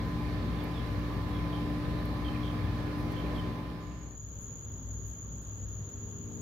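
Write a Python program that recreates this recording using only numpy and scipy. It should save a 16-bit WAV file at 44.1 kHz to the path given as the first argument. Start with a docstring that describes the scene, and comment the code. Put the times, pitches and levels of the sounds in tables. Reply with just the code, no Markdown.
"""A small compressor and its fan: tones that waver by chance in a roar coloured by casing resonances.
By day a bird adds four phrases, each a trill, a low note and a trill, from syllables falling in pitch.
A crossfade leads to night: cricket choruses of short rings, shaped-noise air and hiss, faint far tones.
An engine note of wavering harmonics swells at the end; puffs of high noise rustle throughout."""
import sys
import numpy as np
from scipy import signal
from scipy.fft import rfft, irfft
from scipy.io import wavfile
from scipy.ndimage import uniform_filter1d

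SR = 44100
rng = np.random.default_rng(int(sys.argv[2]) if len(sys.argv) > 2 else 0)


def persist_wave(psi):
    """Save psi, clipped to +-1, as 16-bit WAV."""
    counts = np.round(np.clip(psi, -1, 1) * 32767).astype(np.int16)
    wavfile.write(sys.argv[1], SR, np.atleast_2d(counts).T)


N = 282681

# Crossfade of day into night. Each row: time in seconds, gain (0-1).
DAY_FADE = [(0, 1), (3.38, 1), (4.17, .1), (4.185, 0)]
NIGHT_FADE = [(3.795, 0), (3.805, 0.085), (4.35, 1)]

# Steady compressor hums. Each row: frequency in Hz, level in dB, left-right in dB,
# left lead in radians, waver in dB.
HUMS = [(120, -42, 3, 0, 1.2), (168.6, -42.5, 0, -.1, 1.2), (1019.6, -51, -1, .5, 1.1),
        (232, -54, 1, -.1, 3), (594.7, -59, 2, -.9, 2.5), (1189.2, -65, -2, -1, 1.5),
        (1683.2, -68, -15, .1, 1.5)]
# Shaft hum, one row: as HUMS, then fastest waver in Hz.
SHAFT_HUM = (60, -39.5, 0.5, -0.66, 1.5, 17.5)
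# Low hum, uneven in level, one row: frequency in Hz, left-right in dB, left lead in radians.
LOW_HUM = (99.7, 1.3, 0.018)
# Its louder moments. Each row: centre in seconds, length in seconds, level in dB.
LOW_HUM_PEAKS = [(0.0, 0.25, -41), (.43, 0.35, -42), (.97, .16, -39), (1.3, 0.47, -41.5),
                 (2.1, 0.28, -43.5), (2.66, 0.41, -37), (3.05, 0.24, -42), (3.45, .35, -43)]
LOW_HUM_REST_DB = -51
# Pump tone, one row: frequency in Hz, left-right in dB, left lead in radians.
PUMP_TONE = (295.9, 0.4, -0.12)
# Its level. Each row: time in seconds, level in dB.
PUMP_LEVEL = [(0, -46.5), (.2, -41), (.5, -44.5), (.67, -39.5), (.8, -49.5), (1.0, -43), (1.4, -42.5),
              (1.73, -37), (2.0, -42.5), (2.39, -39.5), (2.72, -44), (2.9, -39.5), (3.5, -43)]

# Fan and casing roar spectrum. Each row: frequency in Hz, relative density in dB.
ROAR_SPECTRUM = [(20, -42), (40, -16), (64, 3), (150, -4), (330, -8.5), (520, -11.5), (900, -19),
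                 (1400, -23), (2800, -27.5), (4200, -29), (6000, -38.5), (8200, -48.5), (12300, -44.5),
                 (15700, -49)]
ROAR_DB = -37
# Casing resonances. Each row: centre in Hz, width in Hz, boost in dB.
CASING = [(226.6, 29, 7.1), (402, 24, 2.2), (730, 16, 0.69), (834, 91, 4.7), (1154, 180, 7.2),
          (1560, 62, 2.4), (1790, 108, 8.6), (2107, 79, 4.9), (2340, 160, 4.2)]
# Roar left-right likeness. Each row: frequency in Hz, correlation (-1 to 1).
ROAR_LIKENESS = [(60, 1), (130, 0.82), (290, 1), (640, 0.46), (1410, 0.24), (3100, 0.037), (6820, 0.15),
                 (15000, -0.0)]
# Roar balance. Each row: frequency in Hz, left-right in dB.
ROAR_BALANCE = [(60, 3.5), (110, 4), (200, 0), (380, 3.5), (700, 0), (1290, -2.5), (2380, -5), (4400, -4),
                (8120, 7), (15000, 10)]

# Bird trills and low notes. Each row: first syllable in seconds, first to last syllable in seconds,
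# first pitch in Hz, last pitch in Hz, mean drop in a syllable in Hz, first level in dB, last level in dB.
NOTES = [(0.577, .052, 3540, 3150, 200, -55, -58), (.66, 0, 2530, 2550, 150, -61, -59),
         (0.747, .054, 3540, 3100, 320, -50, -50), (1.338, .052, 3310, 3180, 220, -55, -52),
         (1.448, 0, 2340, 2350, 300, -55, -54), (1.535, .046, 3080, 3090, 350, -46, -56),
         (2.256, .032, 3120, 3050, 250, -49, -43), (2.353, .014, 2380, 2350, 150, -51, -52),
         (2.44, .06, 3130, 3080, 560, -46, -49.5), (3.169, .035, 3080, 3030, 350, -49, -49),
         (3.258, .012, 2500, 2330, 200, -53, -54), (3.351, .051, 3250, 3030, 200, -53, -47)]
SYLLABLE_S, SYLLABLE_GAP_S = 0.017, 0.0165
DROP_SPREAD, ENDS_DB, UNEVEN_DB = 0.26, -2, 1.3  # drop spread as a share of the drop

# Cricket groups. Each row: centre in Hz, spread either way in Hz, stroke in seconds,
# fastest throb in Hz, throb in dB, level in dB.
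CRICKETS = [(6792, 600, 0.014, 26, 1.25, -49), (6480, 176, 0.018, 12, 4, -63.5)]
STROKE_RATE_HZ = 49.46
OVERTONE_DB = [-25.5, -36]  # octave level in dB: left, right

# Engine harmonics. Each row: multiple of the firing rate, relative level in dB.
ENGINE = [(3, -52), (4, -51.5), (5, -55.5), (6, -63), (7, -54), (8, -59.5), (11, -71.5)]
ENGINE_FIRING_HZ = 57.4
# Engine swell. Each row: time in seconds, gain in dB.
ENGINE_SWELL = [(4.3, -16.5), (5.75, -14.5), (5.92, -6), (6.15, -4), (6.41, 0.5)]

# Low night hums. Each row: frequency in Hz, left-right in dB, left lead in radians, waver in dB.
DRONES = [(58.7, 2, 0.034, 3.0), (99.7, 4, -0.31, 3.5)]
# Their levels. Each row: time in seconds, first hum in dB, second hum in dB.
DRONE_LEVEL = [(4.3, -51, -50.5), (4.8, -49, -47), (5.2, -43.5, -50.5), (5.6, -48, -46.5),
               (6.0, -50, -49.5), (6.41, -60, -42)]
# Passing low note. Each row: time in seconds, frequency in Hz, level in dB.
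MOAN = [(4.6, 257.8, -79), (4.8, 254, -55.5), (5.05, 255, -60), (5.25, 259, -61.5), (5.45, 253, -80)]
# Distant motor. Each row: multiple of the shaft rate, level in dB, left-right in dB, left lead in radians.
MOTOR = [(18, -81, 0, 0), (19, -82, 0, 0), (21, -81, -2, 0), (23, -81, 8, 1.9), (24, -76, -1, 2.9),
         (28, -80, 12, -2.4), (29, -81, 1, 2.8), (51, -88, -7, .5), (52, -88, -9, -1.9), (53, -87, 2, -1),
         (55, -89, 1, -.6), (56, -82, -7, 3), (57, -84, -12, -2.5)]
MOTOR_SHAFT_HZ = 58.72

# High ticks and rustles. Each row: start in seconds, 60 dB decay in seconds, centre in Hz, width in Hz,
# level in dB.
RUSTLES = [(.636, .04, 12800, 3000, -54), (2.051, 0.044, 12500, 4000, -57), (2.97, .2, 11500, 4000, -65),
           (3.117, .04, 11500, 6000, -56.5), (4.395, .23, 11100, 2500, -65), (4.915, .25, 11100, 2500, -73),
           (5.045, 0.28, 12400, 3000, -63.5), (5.16, .25, 11500, 3500, -75), (5.39, .3, 9660, 6000, -71),
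           (6.22, 0.26, 11000, 3000, -74), (6.311, .3, 11500, 3500, -73)]
RISE_SHARE, RUSTLE_PAN_DB = 0.12, 7  # rise as a share of the decay time

# Night air spectrum. Each row: frequency in Hz, relative density in dB.
AIR_SPECTRUM = [(12, -45), (20, -26), (64, -6.5), (106, -4), (193, -14.5), (270, -19.5), (565, -26.5),
                (771, -33), (1080, -31), (2370, -44.5), (3230, -42.5), (4960, -50), (6000, -47.5),
                (7800, -62), (13200, -120)]
AIR_DB, QUIET_ABOVE_HZ, QUIET_DB = -43.5, 7600, -89  # QUIET_DB is a relative density
# Air swell. Each row: time in seconds, gain in dB.
AIR_SWELL = [(4.3, -2), (4.8, -1.7), (5.3, -1.8), (5.8, -0.3), (6.41, -1)]
# Air and hiss left-right likeness. Each row: frequency in Hz, correlation (-1 to 1).
AIR_LIKENESS = [(60, 1), (130, 0.98), (290, 1), (640, 0.25), (1410, -0.17), (3100, 0.016), (6820, 0.017),
                (15000, 0.01)]
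# Air and hiss balance. Each row: frequency in Hz, left-right in dB.
AIR_BALANCE = [(60, 2.5), (110, -0.5), (200, 3), (380, 2), (700, -1.5), (1290, 0), (2380, -4), (4400, -6.5),
               (8120, 11.5), (15000, -2)]
# Microphone hiss spectrum. Each row: frequency in Hz, relative density in dB.
HISS_SPECTRUM = [(7000, -57), (9400, -28), (10300, -9), (12000, -0.5), (14000, -2), (15700, -3.5)]
HISS_DB = -70.5

BASS_CUT_HZ, BAND_EDGE_HZ = 32, 15740


def gain_of(db):
    """Amplitude ratio of a dB value."""
    return 10 ** (np.asarray(db) / 20)


def evened(x):
    """Scale to rms 1."""
    return x / np.sqrt(np.mean(x ** 2) + 1e-20)


def read(points, hz):
    """Interpolate a spectrum table on a log-frequency axis."""
    point_hz, value = np.transpose(points)
    return np.interp(np.log(hz + 1), np.log(point_hz + 1), value)


def follow(rows):
    """Interpolate every column of a time curve, sample by sample."""
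    point_s, *columns = np.transpose(rows)
    return np.array([np.interp(np.arange(N) / SR, point_s, c) for c in columns])


def drift(top_hz):
    """Slow chance curve of rms 1: 20 sines of random phase, weaker towards top_hz."""
    t = np.arange(0, N + 256, 256) / SR
    slow = np.zeros(len(t))
    for hz in np.geomspace(top_hz / 16, top_hz, 20):
        slow += np.sin(2 * np.pi * (hz * t + rng.random())) / np.sqrt(hz)
    return np.interp(np.arange(N) / SR, t, evened(slow))


def sides(pan_db):
    """Left and right gains; positive leans left."""
    return gain_of([[pan_db / 2], [-pan_db / 2]])


def tone(hz, db, pan_db, lead_rad):
    """Stereo sine with a level and phase offset between the channels."""
    angle = 2 * np.pi * (np.cumsum(hz * np.ones(N)) / SR + rng.random())
    return np.sqrt(2) * gain_of(db) * sides(pan_db) * np.sin([angle + lead_rad, angle])


def bed(shape_db, likeness, balance, patchy_db):
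    """Stereo noise of rms 1 from random short-time spectra with soft drifting patches."""
    frames, hz = N // 512 + 5, np.fft.rfftfreq(2048, 1 / SR)
    a, b, c, d, patches = rng.standard_normal((frames, 1025, 5)).T
    patches = uniform_filter1d(patches, 20, 0)  # across frequency
    patches = evened(uniform_filter1d(patches, 8, 1))  # across time
    same = np.clip(read(likeness, hz), -1, 1)[:, None]
    left, other = a + 1j * b, c + 1j * d
    spectra = np.array([left, same * left + np.sqrt(1 - same ** 2) * other])
    spectra *= gain_of(shape_db(hz)[:, None] + patchy_db * patches)
    spectra *= gain_of(np.outer([.5, -.5], read(balance, hz)))[..., None]
    return evened(signal.istft(spectra, nperseg=2048, noverlap=1536)[1][:, :N])


def roar_shape_db(hz):
    """Roar spectrum raised by bell-shaped casing resonances."""
    shape_db = read(ROAR_SPECTRUM, hz)
    for centre_hz, width_hz, boost_db in CASING:
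        shape_db += boost_db * np.exp(-2 * ((hz - centre_hz) / width_hz) ** 2)
    return shape_db


def compressor():
    """Motor, pump and fan tones, wavering in pitch and level, in a roar coloured by the casing."""
    out = gain_of(ROAR_DB) * bed(roar_shape_db, ROAR_LIKENESS, ROAR_BALANCE, patchy_db=1.07)
    for hz, db, pan_db, lead_rad, waver_db in HUMS:
        out += tone(hz * (1 + 0.00065 * drift(4.87)), db + waver_db * drift(8), pan_db, lead_rad)
    hz, db, pan_db, lead_rad, waver_db, waver_hz = SHAFT_HUM
    out += tone(hz * (1 + 0.0015 * drift(4.75)), db + waver_db * drift(waver_hz), pan_db, lead_rad)
    t = np.arange(N) / SR
    low_hum_gain = gain_of(LOW_HUM_REST_DB) * np.ones(N)
    for centre_s, length_s, db in LOW_HUM_PEAKS:
        low_hum_gain += gain_of(db) * np.exp(-8 * ((t - centre_s) / length_s) ** 2)
    pump_gain = gain_of(follow(PUMP_LEVEL))
    for (hz, pan_db, lead_rad), gain in [(LOW_HUM, low_hum_gain), (PUMP_TONE, pump_gain)]:
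        out += gain * tone(hz * (1 + 0.0013 * drift(4.73)), 0, pan_db, lead_rad)
    return out


def bird():
    """Chirps to the right: each rough syllable drops in pitch and settles; sparse echoes trail."""
    out, u = np.zeros(N), np.linspace(0, 1, round(SYLLABLE_S * SR))
    for start_s, length_s, first_hz, last_hz, drop_hz, first_db, last_db in NOTES:
        chance, noise = rng.standard_normal((6, 3)), rng.standard_normal((6, 1000))
        steps = np.linspace(0, 1, round(length_s / SYLLABLE_GAP_S) + 1)
        for along, (drop, force, turn), grit in zip(steps, chance, noise):
            hz = first_hz + (last_hz - first_hz) * along
            hz = hz + drop_hz * (1 + DROP_SPREAD * drop) * (1 - u) ** 3
            rough = 1 + 0.52 * evened(uniform_filter1d(grit[:len(u)], size=60))
            envelope = np.sin(np.pi * u ** 0.55)
            call = rough * envelope * np.sin(2 * np.pi * (np.cumsum(hz) / SR + turn))
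            level_db = first_db + (last_db - first_db) * along
            level_db += ENDS_DB * (2 * along - 1) ** 2 + UNEVEN_DB * force
            at = round((start_s + along * length_s) * SR) - len(u) // 2
            out[at:][:len(u)] += gain_of(level_db) * call
    echoes = np.zeros((2, 6000))
    late = np.arange(150, 6000, 130)
    # 60 dB decay in 0.5 s
    echoes[:, late] = gain_of(-15.5 - 60 * late / SR / .5) * rng.standard_normal((2, len(late)))
    echoes[:, 0] = 1  # direct sound
    return sides(-10.0) * signal.oaconvolve(out[None], echoes, axes=1)[:, :N]


def crickets(count=31):
    """Many singers a side, each with its own pitch and pace; every wing stroke is a short ring."""
    start = round(NIGHT_FADE[0][0] * SR)
    out, spread = np.zeros((2, N)), np.linspace(-1, 1, count)[:, None]
    for centre_hz, spread_hz, stroke_s, throb_hz, throb_db, db in CRICKETS:
        t = np.arange(round(stroke_s * SR)) / SR
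        hz = centre_hz + spread_hz * spread
        for side in range(2):
            ring = np.sin(2 * np.pi * hz * t) + gain_of(OVERTONE_DB[side]) * np.sin(4 * np.pi * hz * t)
            jitter, force = rng.standard_normal((2, count, 200))
            pace_hz = STROKE_RATE_HZ * rng.uniform(.85, 1.15, (count, 1))
            gaps = SR / pace_hz * (1 + .08 * jitter)
            at = (np.cumsum(gaps, 1) - gaps[:, :1] * rng.random((count, 1))).astype(int)
            # singers far from the common pitch are fainter
            stroke_gain = gain_of(2.0 * force - 37.0 * abs(spread) ** 1.15)
            strokes = np.zeros((count, at.max() + 1))
            np.put_along_axis(strokes, at, stroke_gain, 1)
            rings = ring * np.hanning(len(t))
            song = signal.oaconvolve(strokes[:, :N - start], rings, axes=1).sum(0)
            throb = gain_of(db + throb_db * drift(throb_hz)[start:])
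            out[side, start:] += throb * evened(song[:N - start])
    return sides(1.5) * out


def engine():
    """Harmonics of a wavering firing rate under a common swell."""
    firing_hz = ENGINE_FIRING_HZ * (1 + 0.0031 * drift(4))
    swell_db = follow(ENGINE_SWELL)[0]
    out = np.zeros((2, N))
    for k, db in ENGINE:
        out += tone(k * firing_hz, db + swell_db + 1.4 * drift(9), 2.1, 0.11 * k)
    return out


def drones():
    """Two low hums, slow in level and wavering by chance."""
    out = np.zeros((2, N))
    for (hz, pan_db, lead_rad, waver_db), db in zip(DRONES, follow(DRONE_LEVEL)):
        out += tone(hz * (1 + 0.0021 * drift(4.9)), db + waver_db * drift(18), pan_db, lead_rad)
    return out


def moan():
    """One low sine gliding in pitch as it comes and goes."""
    hz, db = follow(MOAN)
    return tone(hz, db, 1.5, 0.34)


def distant_motor():
    """Steady high multiples of one shaft rate."""
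    return sum(tone(k * MOTOR_SHAFT_HZ, *rest) for k, *rest in MOTOR)


def rustles():
    """Puffs of high noise with a quick rise and a short exponential tail."""
    out, t = np.zeros((2, N)), np.arange(8192) / SR
    bin_hz = np.fft.rfftfreq(len(t), 1 / SR)
    for start_s, t60_s, hz, width_hz, db in RUSTLES:
        rise_s = RISE_SHARE * t60_s
        band = np.exp(-2 * ((bin_hz - hz) / width_hz) ** 2)
        noise = evened(irfft(rfft(rng.standard_normal((2, len(t)))) * band))
        rise = np.sin(np.pi / 2 * np.minimum(t / rise_s, 1)) ** 2
        tail = gain_of(db - 60 * np.maximum(t - rise_s, 0) / t60_s)
        part = out[:, round(start_s * SR):][:, :len(t)]
        part += (sides(RUSTLE_PAN_DB) * noise * rise * tail)[:, :part.shape[1]]
    return out


def air_shape_db(hz):
    """Dull noise spectrum, very quiet above a set frequency."""
    return np.where(hz > QUIET_ABOVE_HZ, QUIET_DB, read(AIR_SPECTRUM, hz))


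def night_air():
    """Dull outdoor air with a slow swell, plus steady microphone hiss: two shaped noises."""
    air = bed(air_shape_db, AIR_LIKENESS, AIR_BALANCE, patchy_db=1.0)
    hiss = bed(lambda hz: read(HISS_SPECTRUM, hz), AIR_LIKENESS, AIR_BALANCE, patchy_db=1.0)
    return gain_of(AIR_DB + follow(AIR_SWELL)) * air + gain_of(HISS_DB) * hiss


def scene():
    """Day crossfades to night; rustles bypass the fades."""
    day_gain, night_gain = np.clip(follow(DAY_FADE), 0, 1), np.clip(follow(NIGHT_FADE), 0, 1)
    day = compressor() + bird()
    night = crickets() + engine() + drones() + moan() + distant_motor() + night_air()
    return day_gain * day + night_gain * night + rustles()


def record(dry):
    """The microphone loses the deepest bass; a steep low-pass limits the band."""
    bass_cut = signal.butter(2, BASS_CUT_HZ, "high", fs=SR, output="sos")
    thin = signal.sosfilt(bass_cut, dry)
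    band_limit = signal.firwin(2047, BAND_EDGE_HZ, window=("kaiser", 10), fs=SR)
    return signal.oaconvolve(thin, band_limit[None], "same")


dry = scene()
out = record(dry)
persist_wave(out)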